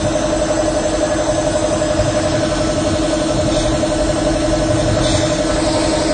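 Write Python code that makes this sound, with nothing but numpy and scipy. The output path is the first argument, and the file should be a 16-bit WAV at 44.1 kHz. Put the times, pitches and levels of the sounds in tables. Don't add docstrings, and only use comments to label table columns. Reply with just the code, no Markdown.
import sys
import numpy as np
from scipy import signal
from scipy.fft import rfft, irfft
from scipy.io import wavfile
from scipy.ndimage import map_coordinates

SR = 44100
rng = np.random.default_rng(int(sys.argv[2]) if len(sys.argv) > 2 else 0)


def digitize_waveform(pressure):
    field = np.atleast_2d(pressure).T
    bounded = np.clip(field, -1, 1)
    quanta = np.round(bounded * 32767).astype(np.int16)
    wavfile.write(sys.argv[1], SR, quanta)


def invert_db(level):
    return 10 ** (np.asarray(level, dtype=float) / 20)


N = 270333


def rms_one(x):
    return x / np.sqrt(np.mean(x ** 2) + 1e-20)


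def seconds():
    return np.arange(N) / SR


def in_time(rows):
    s, *columns = np.transpose(rows)
    return [np.interp(seconds(), s, column) for column in columns]


def drift(rate_hz):
    r = np.exp(-80 * np.pi * rate_hz / SR)
    slow = signal.lfilter([1], [1, -2 * r, r * r], rng.standard_normal(N // 40 + 2002))
    slow = slow[2000:]
    return np.interp(np.arange(N) / 40, np.arange(len(slow)), rms_one(slow - slow.mean()))


def resonate(x, hz, width_hz):
    r = np.exp(-np.pi * width_hz / SR)
    poles = [1, -2 * r * np.cos(2 * np.pi * hz / SR), r * r]
    return signal.lfilter([(1 - r * r) / 2, 0, (r * r - 1) / 2], poles, x)


def coloured(spectrum):
    hz, level_db = np.transpose(spectrum)
    bins = np.fft.rfftfreq(N, 1 / SR) + 1
    shape = invert_db(np.interp(np.log(bins), np.log(hz), level_db, left=-90, right=-90))
    return rms_one(irfft(rfft(rng.standard_normal(N)) * shape, N))


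def patchy(x, low_hz, high_hz, count, fast_db, slow_db):
    edges = np.geomspace(low_hz, high_hz, count + 1)
    bins = np.fft.rfftfreq(N, 1 / SR)
    place = np.interp(np.log(bins + 1), np.log(edges), np.arange(count + 1))
    whole = rfft(x)
    out = np.zeros(N)
    for k in range(count + 1):
        band = irfft(whole * np.maximum(1 - abs(place - k), 0), N)
        out += band * invert_db(fast_db * drift(13) + slow_db * drift(0.81))
    return rms_one(out)


def surges(rows, half_s):
    now = seconds()
    return sum(gain_db * np.exp(-((now - s) / half_s) ** 2) for s, gain_db in rows)


# (middle [s], length [s])
MICROPHONE_MOVES = [
    (2.311, 0.44),
    (5.51, 0.23),
]


def places():
    now = seconds()
    first, second = (np.clip((now - s) / length_s + .5, 0, 1) for s, length_s in MICROPHONE_MOVES)
    return np.array([1 - first, np.maximum(first - second, 0), second])


# (frequency [Hz], level per Hz [dB])
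RUMBLE_SPECTRUM = [(14, -20), (22, -11.5), (32, -9.5), (45, 0.5), (62, -3), (75, -9.5), (90, -29)]
# (level [dB], level [dB], level [dB])
RUMBLE_LEVELS = (-35, -31, -27.5)
# (time [s], gain [dB])
RUMBLE_SWELLS = [(.42, 9), (.85, 4.5), (2.01, 11), (3.0, 2), (3.66, 8), (4.02, 10), (4.5, 6.5), (5.0, 8.5),
                 (5.53, 8)]


def fan_rumble(shares):
    level_db = RUMBLE_LEVELS @ shares + surges(RUMBLE_SWELLS, half_s=.12)
    return invert_db(level_db - 1.0) * coloured(RUMBLE_SPECTRUM)


# (frequency [Hz], level per Hz [dB])
BOOM_SPECTRUM = [(50, -33.5), (70, -9.5), (95, 2.5), (130, -0.5), (170, -6.5), (260, -10), (340, -10.5)]
# (level [dB], level [dB], level [dB])
BOOM_LEVELS = (-26.5, -27, -30.5)
# (time [s], gain [dB])
BOOM_SWELLS = [(.01, 4.3), (.68, 2.6), (1.4, 2.6), (2.4, 4.4), (2.88, 6), (3.43, 4.8), (4.85, 3),
               (5.15, 4.4), (5.66, 5.4)]


def fan_boom(shares):
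    level_db = BOOM_LEVELS @ shares + surges(BOOM_SWELLS, half_s=0.098)
    boom = patchy(coloured(BOOM_SPECTRUM), 66, 360, count=3, fast_db=1.0, slow_db=-3.5)
    return invert_db(level_db + 1.2) * boom


def fan_motor():
    motor_hz, level_db = 47.55, -33
    return invert_db(level_db) * np.sqrt(2) * np.sin(2 * np.pi * motor_hz * seconds())


# (frequency [Hz], level per Hz [dB])
RUSH_SPECTRUM = [(150, -10), (220, -5.5), (330, -8), (360, -11.5), (500, -3.5), (620, -4.5), (800, -8.5),
                 (950, -12.5), (1200, -12.5), (1750, -16.5), (2300, -22), (3500, -22)]
# (level [dB], level [dB], level [dB])
RUSH_LEVELS = (-28, -28, -26.5)
# (time [s], gain [dB])
PUFF = [(5.51, 5)]
# (frequency [Hz], width [Hz], rms level far, nearer, nearest [dB])
DUCT_TONES = [(300, 46, -9, -9, -10), (597, 36, -5, -5, -7), (838, 14, -14, -17, -16),
              (918, 22, -11, -13, -5), (1022, 32, -11, -9, -11), (1115, 36, -12, -13, -14),
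              (1249, 8, -16, -14, -11), (1320, 7, -15, -10, -11), (1466, 12, -12, -18, -18),
              (1503, 6, -16, -9.5, -11), (1524, 10, -15, -16, -17), (1548, 10, -17, -18, -18),
              (1619, 6, -21, -20, -20), (1690, 9, -11, -13, -15), (1800, 30, -18, -18, -18),
              (1940, 40, -17, -17, -17)]


def fan_rush(shares):
    level_db = RUSH_LEVELS @ shares + surges(PUFF, half_s=.009)
    rush = invert_db(3.0) * patchy(coloured(RUSH_SPECTRUM), 220, 3000, count=6, fast_db=1.5, slow_db=1.93)
    for hz, width_hz, *place_db in DUCT_TONES:
        tone = resonate(rng.standard_normal(N), hz, 3 * width_hz)
        tone = resonate(tone, hz, width_hz)
        rush += invert_db(place_db @ shares - 1.53 + 1.1 * drift(0.79)) * rms_one(tone)
    return invert_db(level_db - 1.0) * rush


def fan():
    shares = places()
    return fan_rumble(shares) + fan_boom(shares) + fan_motor() + fan_rush(shares)


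# (frequency [Hz], level per Hz [dB])
HISS_SPECTRUM = [(1100, -25), (1900, -3), (2300, -1.5), (5000, -1.5), (8700, 1), (9050, -2.5), (9350, -9),
                 (9700, -23), (10000, -65.5)]


def standing(bells):
    bins = np.fft.rfftfreq(N, 1 / SR)
    shape_db = sum(level_db / (1 + (2 * (bins - hz) / width_hz) ** 2) ** 2
                   for hz, width_hz, level_db in bells)
    return rms_one(irfft(rfft(coloured(HISS_SPECTRUM)) * invert_db(1.1 * shape_db), N))


# (delay [s], sway as the hand wavers [s], level [dB])
JET_ECHOES = [(.0031, .00005, -13), (.0053, .00006, -12), (.0087, .00007, -12), (.0131, .00008, -13)]


def echoed(air):
    now = np.arange(N)
    out = air
    for delay_s, sway_s, level_db in JET_ECHOES:
        at = (now - (delay_s + sway_s * drift(.7)) * SR) % (N - 1)
        out = out + invert_db(level_db) * map_coordinates(air, [at], order=3)
    return rms_one(out)


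# (time [s], hold [s], gain [dB])
CUT_OUTS = [
    (3.502, .07, 5),
    (4.739, 0.033, 1),
    (5.012, .11, 6.5),
    (5.22, .05, 3),
]


def flares():
    attack_s, release_s = 0.035, .11
    now = seconds()
    gain = np.zeros(N)
    for s, hold_s, gain_db in CUT_OUTS:
        corners = np.cumsum([s, attack_s, abs(hold_s), release_s])
        gain += gain_db * np.interp(now, corners, [0, 1, 1, 0])
    return gain


# (frequency [Hz], width [Hz], level [dB])
FAR_WAVES = [(2240, 250, -5), (3660, 520, 3.5), (4080, 140, 6), (4670, 410, 1), (4960, 690, -0.5),
             (5130, 260, 6), (6263, 630, 11.5), (6550, 1310, -7.5), (7160, 380, 3), (7760, 140, 7),
             (7790, 140, 4), (8470, 1100, -3), (8750, 91, 1)]
NEARER_WAVES = [(2364, 460, -3.5), (3720, 720, 2.5), (3770, 260, -3), (4617, 570, -12), (4790, 1900, 11),
                (5000, 590, -10.5), (5760, 540, -4.5), (6200, 310, 2), (6750, 280, -2), (7710, 220, -7),
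                (8060, 320, 1.5), (7970, 820, -2), (8460, 1100, -2)]
NEAREST_WAVES = [(2900, 370, -4.5), (4230, 1200, 3.5), (4600, 250, -7.5), (4930, 2700, 2.5),
                 (6080, 160, -4), (6560, 220, 2.5), (7020, 2100, -7), (7280, 350, 6), (7570, 110, 3.5),
                 (7900, 150, 4.5), (8740, 200, -4)]
# (frequency [Hz], width [Hz], level [dB])
HOLE_WAVES = [(2850, 310, -13.5), (3604, 920, 8), (4960, 88, -7.5), (5020, 660, -6), (5490, 2000, 7.5),
              (5700, 390, -15.5), (6820, 130, -6.5), (7600, 410, -3), (7950, 820, -5.5)]
# (time [s], level [dB])
JET_LEVEL = [(0, -30), (2.13, -28.5), (2.9, -27.5), (3.8, -28.5), (5.4, -28.5), (5.8, -24.5), (6.13, -27)]


def jet():
    waves = (FAR_WAVES, NEARER_WAVES, NEAREST_WAVES)
    cutting = sum(np.sqrt(share) * standing(bells) for share, bells in zip(places(), waves))
    flare_db = flares()
    hole = np.clip(0.5 * flare_db, 0, .9)
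    air = np.sqrt(1 - hole) * cutting + np.sqrt(hole) * standing(HOLE_WAVES)
    hiss = patchy(echoed(air), 2000, 9500, count=12, fast_db=1.1, slow_db=0.99)
    level_db, = in_time(JET_LEVEL)
    return invert_db(level_db + flare_db) * hiss


def casing(modes, belt_db, scatter_db, belt_s, belt_rad):
    pump_turns_hz, belt_hz = 11.422, 4.33
    run_in = SR
    turns = np.arange(-12, 72)
    out = 0
    for point, hz, ring_hz, rise_hz, level_db in modes:
        s = (turns + point) / pump_turns_hz
        belt = 2 * np.pi * belt_hz * s + belt_rad
        at = ((s + belt_s * np.sin(belt)) * SR).round().astype(int) + run_in
        inside = (at >= 0) & (at < N + run_in)
        strength = invert_db(belt_db * np.cos(belt) + scatter_db * rng.standard_normal(len(s)))
        blows = np.full(N + run_in, 1e-18)
        blows[at[inside]] = strength[inside]
        ring = resonate(resonate(blows, hz, rise_hz), hz, ring_hz)
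        out = out + invert_db(level_db) * rms_one(ring[run_in:])
    return out


# (point in the turn [0-1], frequency [Hz], ring width [Hz], rise width [Hz], rms level [dB])
LOW_CASING = [(.477, 283.3, 6.5, 90, -8), (.070, 318.5, 11, 27, -1), (.70, 160, 8, 20, -14),
              (.30, 240, 25, 40, -16), (.20, 400, 8, 20, -18), (.30, 424, 10, 30, -20)]
HIGH_CASING = [(.474, 494.7, 35, 53, -18), (.536, 514.9, 6.4, 90, -13.5), (.645, 609.8, 14, 47, -2),
               (.516, 647.6, 35, 90, -7.5), (.463, 686.6, 45, 65, -12), (.80, 703, 14, 30, -18),
               (.60, 755, 10, 30, -18), (.30, 856, 12, 30, -25), (.70, 1020, 25, 50, -24)]
# (time [s], low modes level [dB], high modes level [dB])
PUMP_LEVELS = [(0, -23.5, -18), (2, -24, -17), (2.8, -21, -19.5), (4.5, -21.5, -18), (6.13, -20.5, -19.5)]


def pump():
    low_db, high_db = in_time(PUMP_LEVELS)
    low = casing(LOW_CASING, belt_db=-0.6, scatter_db=1.08, belt_s=.00022, belt_rad=1.1)
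    high = casing(HIGH_CASING, belt_db=0.65, scatter_db=0.37, belt_s=.00016, belt_rad=3.1)
    return invert_db(low_db) * low + invert_db(high_db) * high


def scene():
    return (fan() + jet() + pump())[None]


# (frequency [Hz], step [dB])
ROUNDING_STEP = [(1200, -14), (2200, 2.5), (4000, 3.5), (7000, 3.5), (9500, 3.5)]


def thinned(x, wander_db):
    hop = 1024
    n = np.arange(2 * hop) + .5
    k = np.arange(hop // 2) + .5
    window = np.sin(np.pi * n / (2 * hop))[:, None]
    basis = window * np.cos(np.pi / hop * np.outer(n + hop / 2, k)) * np.sqrt(2 / hop)
    blocks = np.pad(x, (hop, 2 * hop - N % hop)).reshape(-1, hop)
    lines = np.hstack([blocks[:-1], blocks[1:]]) @ basis
    hz = k * SR / (2 * hop)
    treble = lines[:, (hz > 2500) & (hz < 9000)]
    hiss = np.sqrt(np.mean(treble ** 2, axis=1, keepdims=True))
    step_db = np.interp(hz, *np.transpose(ROUNDING_STEP), left=-60)
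    step = hiss * invert_db(step_db + wander_db * rng.standard_normal(hiss.shape)) + 1e-12
    rounded = np.sign(lines) * np.floor(abs(lines) / step + .4) * step
    frames = rounded @ basis.T
    return (frames[:-1, hop:] + frames[1:, :hop]).ravel()[:N]


def low_pass(x):
    return signal.sosfilt(signal.butter(12, 9710, fs=SR, output="sos"), x)


def record(dry):
    rounded = 1.3 * np.tanh(dry[0] / 1.3)
    mix = thinned(rounded, wander_db=1.26)[None]
    return low_pass(mix)


dry = scene()
out = record(dry)
digitize_waveform(out)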